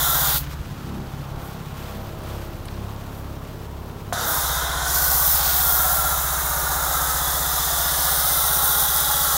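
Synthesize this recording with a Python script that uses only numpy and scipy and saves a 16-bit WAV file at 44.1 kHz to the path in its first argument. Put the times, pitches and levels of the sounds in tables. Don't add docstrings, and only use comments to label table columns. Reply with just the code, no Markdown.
import sys
import numpy as np
from scipy import signal
from scipy.fft import rfft, irfft, next_fast_len
from scipy.io import wavfile
from scipy.ndimage import uniform_filter1d, map_coordinates

SR = 44100
rng = np.random.default_rng(int(sys.argv[2]) if len(sys.argv) > 2 else 0)


def file_out(sig):
    cols = np.atleast_2d(sig).T
    lim = np.clip(cols, -1, 1)
    pcm = np.round(lim * 32767).astype(np.int16)
    wavfile.write(sys.argv[1], SR, pcm)


N = 413195
TIME = np.arange(N) / SR
RELEASE_S, PULL_S = 0.361, 4.1255
SURGE_S, SURGE_PERIOD_S = .96, .468


def amp(db):
    return 10 ** (np.asarray(db) / 20)


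def unit(x):
    return x / np.sqrt(np.mean(x ** 2) + 1e-20)


def bump(x, centre, width):
    return np.exp(-.5 * ((x - centre) / width) ** 2)


def swells(rows):
    return sum(amp(db) * bump(TIME, s, half_length) for s, half_length, db in rows)


def curves(rows, t=TIME):
    times, *columns = np.transpose(rows)
    return [np.interp(t, times, column) for column in columns]


def wobble(rate):
    knots = rng.standard_normal(int(N * rate / SR) + 4)
    steps = np.arange(0, N * rate / SR + 1, 1 / 8)
    return np.interp(TIME * rate, steps, map_coordinates(knots, [steps]))


def white():
    return rng.standard_normal(N)


def drops(rate, share):
    hits = unit(white() * np.sqrt(rng.poisson(rate / SR, N)))
    return np.sqrt(share) * hits + np.sqrt(1 - share) * white()


def filtered(x, response):
    size = next_fast_len(N + SR // 2)
    return irfft(rfft(x, size) * response(np.fft.rfftfreq(size, 1 / SR)), size)[:N]


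def coloured(x, spectrum):
    freqs, gains_db = np.transpose(spectrum)

    def response(hz):
        gain = amp(np.interp(np.log(hz + 1), np.log(freqs + 1), gains_db))
        return gain / (1 + (freqs[0] / (hz + 1) / 1.2) ** 8) / (1 + (hz / freqs[-1] / 1.2) ** 8)
    return unit(filtered(x, response))


def swept(x, shape_db, patchy_db):
    hz, t, frames = signal.stft(x, SR, nperseg=2048)
    patches = uniform_filter1d(rng.standard_normal(frames.shape), size=3, axis=0)
    patches = unit(uniform_filter1d(patches, size=21, axis=1))
    frames *= amp(shape_db(hz[:, None], t) + patchy_db * patches)
    return unit(signal.istft(frames, SR, nperseg=2048)[1][:N])


# peak_s, half_length_s, centre_hz, gain_db
PASSING_PEAKS = [(5.15, .15, 1130, 5), (5.15, .25, 1670, -6), (6.35, .12, 1320, 6), (6.72, .12, 880, 5),
                 (7.25, .18, 1785, 6), (7.75, .12, 1785, 5), (8.3, .13, 2060, 4), (8.6, .25, 1770, -5),
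                 (8.9, .4, 950, -6), (7.5, .12, 3990, 6), (7.55, .15, 3410, -7), (7.68, .1, 3325, 6),
                 (9.05, .13, 3350, 7)]

def resonances(*tracks):
    def shape_db(hz, t):
        passing = sum(db * bump(t, s, half_length) * bump(hz, centre, width=26)
                      for s, half_length, centre, db in PASSING_PEAKS)
        gliding = (curves(track, t) for track in tracks)
        return passing + sum(db * bump(hz, centre, width=28) for centre, db in gliding)
    return shape_db


# freq_hz, gain_db
ROAR_EQ = [(330, -16), (450, -12.5), (560, -9), (680, -3), (790, -2.5), (950, -3.5), (1150, -3), (1390, -2),
           (1550, -4.5), (1800, -10.5), (2050, -12), (2350, -24), (2600, -22)]
# time_s, centre_hz, gain_db
ROAR_LOW_PEAK = [(0, 700, 3), (.35, 820, 3), (4.14, 720, 6), (4.3, 820, 3), (4.7, 790, 1), (5.25, 820, 1.5),
                 (5.65, 760, 4), (5.95, 760, 8), (6.4, 780, 2), (7, 725, 2), (7.7, 690, 2.5),
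                 (8.25, 765, 3), (8.6, 840, 5.5), (9.37, 855, 5)]
ROAR_HIGH_PEAK = [(0, 1350, 6), (.3, 1410, 8), (4.2, 1440, 5), (4.5, 1425, 6), (4.9, 1490, 6),
                  (5.45, 1460, 6), (5.72, 1378, 6.5), (6.02, 1360, 7.5), (6.25, 1390, 1), (6.55, 1450, 8),
                  (6.8, 1385, 3), (7.05, 1297, 6), (7.7, 1300, 0), (8.1, 1240, 5), (8.3, 1275, 7),
                  (8.45, 1375, 2), (8.7, 1402, 6), (9.05, 1390, 1), (9.3, 1285, 5.5)]

def nozzle_roar():
    churn = coloured(white(), ROAR_EQ)
    return amp(-27.5) * swept(churn, resonances(ROAR_LOW_PEAK, ROAR_HIGH_PEAK), patchy_db=1.8)


# freq_hz, gain_db
RING_EQ = [(2500, -47), (2900, -14), (3150, -6.5), (3400, -1), (3700, 0), (4000, -1), (4250, -16.5),
           (5200, -12)]
# time_s, centre_hz, gain_db
RING_LOW_PEAK = [(0, 3620, 2), (4.2, 3730, 3), (4.6, 3670, 2), (5.1, 3500, 2), (5.9, 3380, 1),
                 (6.7, 3580, 1), (7.05, 3530, 5), (7.3, 3485, 8), (7.6, 3510, 6), (8.1, 3560, 3),
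                 (8.8, 3555, 6), (9.1, 3590, 6), (9.37, 3500, 4)]
RING_HIGH_PEAK = [(0, 3950, 3), (4.3, 3950, 0), (4.9, 3900, 1), (5.2, 3930, 6), (5.6, 3920, 1),
                  (6.1, 3820, 4), (6.5, 3730, 5.5), (7.5, 3770, 0), (8.4, 3790, 1), (8.75, 3815, 5),
                  (9.37, 3850, 2)]
# time_s, level_db
RING_LEVELS = [(0, -30), (.4, -33), (4.2, -35.5), (4.55, -34), (5.1, -37), (5.6, -35), (6.5, -39.5),
               (7.9, -32), (9.37, -31.5)]

def nozzle_ring():
    level_db, = curves(RING_LEVELS)
    ring = coloured(white(), RING_EQ)
    return amp(level_db) * swept(ring, resonances(RING_LOW_PEAK, RING_HIGH_PEAK), patchy_db=2.6)


# peak_s, half_length_s, centre_hz, glide_hz_per_s, gain_db
SHEEN_BANDS = [(.17, .12, 13900, 0, 3.5), (.3, .15, 12200, 0, -3), (4.18, .06, 9950, 0, -6),
               (4.7, .13, 10400, 1100, -3), (4.98, .12, 13400, 1500, 4.5), (5.03, .14, 11900, 0, -3.5),
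               (5.29, .09, 14300, 0, 3), (5.44, .08, 11500, -9000, -8), (6.25, .3, 12300, 0, -2.5),
               (6.5, .5, 5100, 0, -2), (7.9, .5, 11200, 0, -2.5), (8.4, .4, 7300, 900, -3),
               (8.5, .5, 9370, 0, 5), (7.7, .35, 6600, 600, -2), (8.1, .45, 5200, 0, 1.5)]

def sheen(hz, t):
    return sum(db * bump(t, s, half_length) * bump(hz, centre + glide * (t - s), width=680)
               for s, half_length, centre, glide, db in SHEEN_BANDS)


# freq_hz, gain_db
HISS_EQ = [(2900, -38), (4200, -5), (4600, -5), (5200, -2), (5900, -0.5), (6260, 2.8), (6550, -0.7),
           (7020, 1.7), (7400, -1.2), (8000, -3), (8450, -4.2), (9200, 0), (11200, -2), (12500, -11),
           (15000, -22)]
MIST_EQ = [(9000, -11.5), (11200, -8.5), (12300, -2), (13200, -3.5), (14200, -1), (15100, -2),
           (15800, -1.5)]
SPLASH_EQ = [(900, -25), (1900, 1), (2600, 3.5), (4600, 13), (6500, -5), (12000, -24)]
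# time_s, hiss_db, mist_db
FIRST_BURST = [(0.03, -28, -25.5), (0.278, -27, -23.5), (0.35, -30, -22)]
SECOND_BURST = [(4.16, -32, -40), (4.23, -30.5, -37), (4.27, -30.5, -26), (4.35, -28.5, -25.5),
                (4.55, -29.5, -30.5), (4.7, -33.5, -38), (4.85, -29.5, -37), (4.95, -25.5, -25.5),
                (5.32, -26.5, -19.5), (5.41, -27, -23), (5.73, -27, -20.5), (6.29, -29.5, -27.5),
                (7.41, -28, -27.5), (8.03, -26, -24.5), (8.69, -27.5, -21.5), (9.37, -26.5, -25.5)]
# peak_s, half_length_s, level_db
HARD_SPLASHES = [(.36, 0.087, -31.5), (4.175, 0.049, -43), (5.467, 0.095, -34)]

def foam_fan(mist_boost_db=3):
    hiss_db, mist_db = curves(np.vstack([FIRST_BURST, SECOND_BURST]))
    hiss = swept(coloured(drops(5000, share=0.21), HISS_EQ), sheen, patchy_db=2)
    mist = swept(coloured(drops(5000, share=0.42), MIST_EQ), sheen, patchy_db=2)
    splash = coloured(drops(1500, share=0.35), SPLASH_EQ)
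    splash_gain = amp(-45.5 + 2.2 * (hiss_db + 28)) + swells(HARD_SPLASHES)
    return amp(hiss_db) * hiss + amp(mist_db + mist_boost_db) * mist + splash_gain * splash


def flow(lag_s, t60_s):
    dying = amp(-60 * np.maximum(TIME - RELEASE_S - lag_s, 0) / t60_s)
    return np.maximum(dying, np.clip((TIME - PULL_S) / 0.0043, 0, 1))


def foam_jet(cycle):
    nozzle = flow(lag_s=0, t60_s=0.11) * (nozzle_roar() + nozzle_ring())
    fan = flow(lag_s=0.012, t60_s=0.15) * foam_fan()
    flutter_db = 0.2 * np.cos(4 * np.pi * cycle) + 0.47 * wobble(30) + 0.44 * wobble(250)
    return nozzle + amp(flutter_db) * fan


# time_s, delay_s
PANEL_DELAYS = [(0, .0027), (.35, .0036), (4.2, .0034), (5, .00262), (5.35, .00255), (5.8, .0029),
                (6.3, .00308), (7.1, .00393), (7.75, .00435), (8.55, .00366), (8.9, .00354), (9.37, .00372)]

def panel_echo(jet, gain=0.19, low_hz=780, dull_hz=2300):
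    delay_s, = curves(PANEL_DELAYS)
    mids = filtered(jet, lambda hz: ((1 + (hz / dull_hz) ** 4) * (1 + (low_hz / (hz + 1)) ** 8)) ** -.5)
    return gain * map_coordinates(mids, [np.arange(N) - delay_s * SR])


def pump_load(lag_s=0, unload_s=.54, reload_s=4.26, ramp_s=.14):
    t = TIME - lag_s
    relieved = np.minimum(t - unload_s, reload_s - t) / ramp_s
    return np.clip(.5 - relieved, 0, 1)


def surge(fade_s=1.9):
    age = TIME - SURGE_S
    fade = np.exp(-np.maximum(age, 0) / fade_s)
    return (1 - pump_load()) * fade * np.cos(2 * np.pi * age / SURGE_PERIOD_S)


def engine_cycle(loaded_hz=15.503, relieved_hz=17.005, surge_hz=.27):
    firing_hz = relieved_hz + (loaded_hz - relieved_hz) * pump_load() + surge_hz * surge()
    return np.cumsum(firing_hz) / SR + .66


# firing_harmonic, gain_db
THUD_HARMONICS = [(1, -14), (2, -6), (3, 0), (4, 6.5), (5, 1.5), (6, -24), (7, -9), (8, -7), (9, -4),
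                  (10, -6.5), (11, -9), (12, -32), (13, -19.5), (14, -41), (15, -44), (16, -21), (17, -28),
                  (18, -24.5), (19, -21), (20, -32)]

def loaded_thud(cycle):
    orders, gains_db = np.transpose(THUD_HARMONICS)
    cepstrum = irfft(np.log(amp(np.interp(np.arange(129), orders, gains_db))))
    cepstrum[len(cepstrum) // 2:] = 0
    phase = 2 * rfft(cepstrum).imag
    return unit(sum(amp(db) * np.cos(2 * np.pi * k * cycle + phase[k]) for k, db in enumerate(gains_db, 1)))


# firing_harmonic, gain_db
CHUG_HARMONICS = [(1, -30), (2, -1.5), (3, -22), (4, 1), (5, -7), (6, 2), (7, -24), (8, -5.5), (9, -5.5),
                  (10, -6.5), (11, -17), (12, -9), (13, -19), (14, -11.5), (15, -17), (16, -17), (17, -29),
                  (18, -20.5), (19, -26), (20, -11.5), (21, -30), (22, -20), (23, -19), (24, -19.5),
                  (25, -29), (26, -20.5), (27, -26), (28, -17)]

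def relieved_chug(cycle, beat, limp_db=3.5, lag_cycles=.25):
    puffs = np.zeros(N)
    for k, db in CHUG_HARMONICS:
        level_db = db + 1.3 * wobble(9) - limp_db * beat * (k % 2)
        puffs += amp(level_db) * np.sin(2 * np.pi * k * (cycle - lag_cycles + .018 * wobble(5)))
    return unit(puffs)


# time_s, throb_db, muffler_db
EXHAUST_LEVELS = [(0, -33.5, -36.5), (.45, -33.5, -36.5), (.65, -36, -45), (1, -35.5, -44.5),
                  (1.6, -37.5, -41.5), (2.5, -32.5, -42.5), (4.3, -37, -41.5), (4.48, -31.5, -40),
                  (7.2, -33, -39.5), (9.37, -37.5, -40.5)]
# time_s, level_db
BOOM_LEVELS = [(0, -43), (.5, -39), (.65, -45), (1, -38), (1.32, -43), (1.45, -46), (1.6, -46), (2.05, -55),
               (2.5, -65)]
# centre_hz, width_hz, gain_db
BOOM_PEAKS = [(138, 8.8, 1.5), (291.6, 7, 7)]

def exhaust(cycle, load, hunting, crossover_hz=117, hum_hz=68):
    beat = np.cos(2 * np.pi * (TIME - SURGE_S) / SURGE_PERIOD_S)
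    pulses = np.sqrt(load) * loaded_thud(cycle) + np.sqrt(1 - load) * relieved_chug(cycle, beat)
    pulses *= amp((.4 + 2 * hunting) * wobble(25))
    throb_db, muffler_db = curves(EXHAUST_LEVELS)
    boom_db, = curves(BOOM_LEVELS)
    lows = filtered(pulses, lambda hz: 1 / (1 + (hz / crossover_hz) ** 12))
    beating_hum = filtered(unit(lows), lambda hz: bump(hz, hum_hz, width=9))
    beat_db = 4.5 * (1 - load) * beat
    throb = amp(throb_db) * (unit(lows) + (amp(beat_db) - 1) * beating_hum)
    muffler = amp(muffler_db + 1.5 * surge() - 2 * hunting) * unit(pulses - lows)
    boom = filtered(pulses, lambda hz: sum(amp(db) * bump(hz, centre, width)
                                           for centre, width, db in BOOM_PEAKS))
    return throb + muffler + amp(boom_db) * unit(boom)


def shaft_whirr(cycle, waver_db=3):
    return unit(sum(amp(waver_db * wobble(2.5)) * np.sin(2 * np.pi * (2 * k * cycle + rng.random()))
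                    / np.hypot(k, 12) for k in range(7, 35)))


# time_s, low_gain_db, high_gain_db
CLATTER_BAND_GAINS = [(.5, 1, .5), (.75, -1, -.5), (1.38, 0, 1.5), (1.62, -3.5, -.5), (1.9, 0, 0),
                      (2.1, 2.5, 0), (2.32, 2.5, 1.5), (2.56, 1, -2), (2.92, 1, 2), (3.1, 0, .5),
                      (3.35, .5, 1.5), (3.6, 2.5, -2.5), (3.85, 2, 1), (4.2, 0, 0)]

def clatter_swells(hz, t):
    low_db, high_db = curves(CLATTER_BAND_GAINS, t)
    return low_db * bump(hz, 560, width=120) + high_db * bump(hz, 1150, width=330)


# freq_hz, gain_db
CLATTER_EQ = [(190, -9), (270, -2), (400, -5.5), (600, -3), (800, -4.5), (1100, -5), (1400, -8.5),
              (1800, -25), (2600, -43)]

def clatter(cycle, load):
    swell_db = 2.5 * bump(TIME, 1.8, width=1) + 1.5 * surge()
    knocks = (1 + 0.08 * np.cos(4 * np.pi * cycle)) * coloured(white(), CLATTER_EQ)
    knocks = swept(knocks, clatter_swells, patchy_db=1.5)
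    whirr = swept(shaft_whirr(cycle), clatter_swells, patchy_db=-0.5)
    return amp(-44.8 + swell_db - 0.72 * load) * knocks + amp(-45.5 + swell_db - 9.8 * load) * whirr


# freq_hz, gain_db
RUMBLE_EQ = [(15, -12), (30, -6), (130, -1.5), (260, -11.5), (500, -33)]

def rumble(load, hunting):
    return amp(-48 + 5 * hunting - 2.3 * load) * coloured(white(), RUMBLE_EQ)


# firing_harmonic, gain_db
DRONE_HARMONICS = [(10, -2), (12, -1), (14, 0), (18, -9), (20, -10), (22, -10)]
# peak_s, half_length_s, level_db
DRONE_SURGES = [(.68, .05, -42), (.96, .12, -36.5), (1.34, .1, -43), (1.62, .12, -42), (2, .07, -40),
                (2.82, .09, -39.5)]

def muffler_drone(cycle, waver_db=3):
    waver = amp(waver_db * wobble(12.04))
    tone = sum(amp(db) * np.sin(2 * np.pi * (k * cycle + rng.random())) for k, db in DRONE_HARMONICS)
    return waver * swells(DRONE_SURGES) * unit(tone)


def whine(cycle, load, harmonic=46):
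    gain = amp(-56.5 + 4.5 * wobble(12)) * (1 - load) * bump(TIME, 1.5, width=0.84)
    return gain * unit(np.sin(2 * np.pi * harmonic * cycle))


def engine(cycle):
    load = pump_load(lag_s=0.099)
    hunting = bump(TIME, 1, width=0.5)
    uneven = cycle + (.0015 + .009 * hunting) * wobble(30)
    return (exhaust(uneven, load, hunting) + clatter(cycle, load) + muffler_drone(uneven)
            + rumble(load, hunting) + whine(cycle, load))


# freq_hz, gain_db
RUSTLE_EQ = [(1300, 2.5), (2200, -5), (3300, -5), (4600, -9), (6500, -12), (9000, -19), (14000, -33)]
FIZZ_EQ = [(5000, -16), (8000, -7), (10500, -6), (12500, -1.5), (14000, 0), (15800, -.5)]
# peak_s, half_length_s, rustle_db, fizz_db
WET_SCUFFS = [(.43, .03, -40.5, -54), (0.52, 0.021, -44, -49), (1.455, 0.04, -51, -47),
              (1.84, 0.09, -44.5, -49), (2.36, 0.08, -45.5, -50.5), (2.76, 0.08, -50, -57),
              (3.18, .035, -56, -49.5)]

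def wet_ground(cycle):
    rustle_gain, fizz_gain = amp(-45.3 - 0.93 * TIME), amp(-52.5 - 0.3 * TIME)
    for s, half_length, rustle_db, fizz_db in WET_SCUFFS:
        stroke = bump(TIME, s, half_length) * amp(-0.5 * wobble(29.7))
        rustle_gain = np.hypot(rustle_gain, amp(rustle_db) * stroke)
        fizz_gain = np.hypot(fizz_gain, amp(fizz_db) * stroke)
    rustle = rustle_gain * coloured(drops(900, share=0.19), RUSTLE_EQ)
    fizz = fizz_gain * coloured(drops(1200, share=0.22), FIZZ_EQ)
    pulsing_db = 0.37 * np.cos(2 * np.pi * cycle) + 0.59 * np.cos(4 * np.pi * cycle)
    return (rustle + fizz) * amp(pulsing_db + .9 * wobble(25))


# start_s, level_db, centre_hz, t60_s, width_octaves
TICK_HITS = [(.524, -47, 6000, .09, 1), (2.024, -48, 13800, .03, .12), (2.235, -47, 10000, .04, .3),
             (2.53, -47, 14200, .04, .1), (2.6555, -34, 9400, .01, .14), (2.6555, -36, 2000, .01, .7),
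             (2.663, -44, 8500, .01, .4), (2.681, -37, 1300, .03, .3), (2.6845, -34.5, 4200, .011, .2),
             (2.688, -35, 1800, .014, .5), (2.963, -43, 4500, .015, .6)]

def ticks():
    out, t = np.zeros(N), np.arange(SR // 10) / SR
    hz = np.fft.rfftfreq(len(t), 1 / SR)
    for s, db, centre, t60, octaves in TICK_HITS:
        band = bump(np.log2(hz + 1), np.log2(centre), octaves)
        grain = irfft(rfft(rng.standard_normal(len(t))) * band, len(t))
        out[round(s * SR):][:len(t)] += unit(grain) * amp(db - 60 * t / t60)
    return out


# peak_s, half_length_s, level_db
AIR_BUMPS = [(.98, .09, -45), (1.37, .05, -38.5), (2.07, .1, -42)]
# freq_hz, gain_db
AIR_EQ = [(8, 0), (35, 2), (70, -10), (120, -22)]

def buffets():
    return swells(AIR_BUMPS) * coloured(white(), AIR_EQ)


# peak_s, half_length_s, bursts_per_s, centre_hz, spread_octaves, level_db
SHOWERS = [(1.85, .1, 110, 3000, .4, -45), (2.2, .09, 110, 3300, .4, -47), (2.77, .09, 90, 3500, .5, -46),
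           (1.92, .11, 240, 14000, .1, -46), (2.45, .13, 120, 13000, .12, -48)]

def patter(t60_s=.012, scatter_db=3):
    out, t = np.zeros(N), np.arange(SR // 30) / SR
    for s, half_length, rate, centre, octaves, db in SHOWERS:
        count = int(np.pi * half_length * rate)
        for when, pitch, size in np.clip(rng.standard_normal((100, 3)), -2, 2)[:count]:
            envelope = amp(db + scatter_db * size - 60 * t / t60_s)
            ring = np.sin(2 * np.pi * centre * 2 ** (octaves * pitch) * t)
            out[int((s + half_length * when) * SR):][:len(t)] += envelope * ring
    return out


# pitch_hz, gain_db, t60_s
POP_MODES = [(710, 0, .03), (1000, 0, .009), (1450, -4, .008)]

def valve_pop(low_cut_hz=480):
    age = np.maximum(TIME - PULL_S, 0)
    pop = sum(-amp(db - 60 * age / t60) * np.sin(2 * np.pi * hz * age) for hz, db, t60 in POP_MODES)
    low_cut = signal.butter(3, low_cut_hz, "highpass", fs=SR, output="sos")
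    return amp(-14) * signal.sosfilt(low_cut, pop)


def scene():
    cycle = engine_cycle()
    jet = foam_jet(cycle)
    mono = jet + panel_echo(jet) + engine(cycle)
    mono += wet_ground(cycle) + ticks() + patter() + buffets() + valve_pop()
    return np.array([mono, mono])


def record(dry):
    top_hz = 15750
    return np.array([filtered(x, lambda hz: hz < top_hz) for x in dry])


dry = scene()
out = record(dry)
file_out(out)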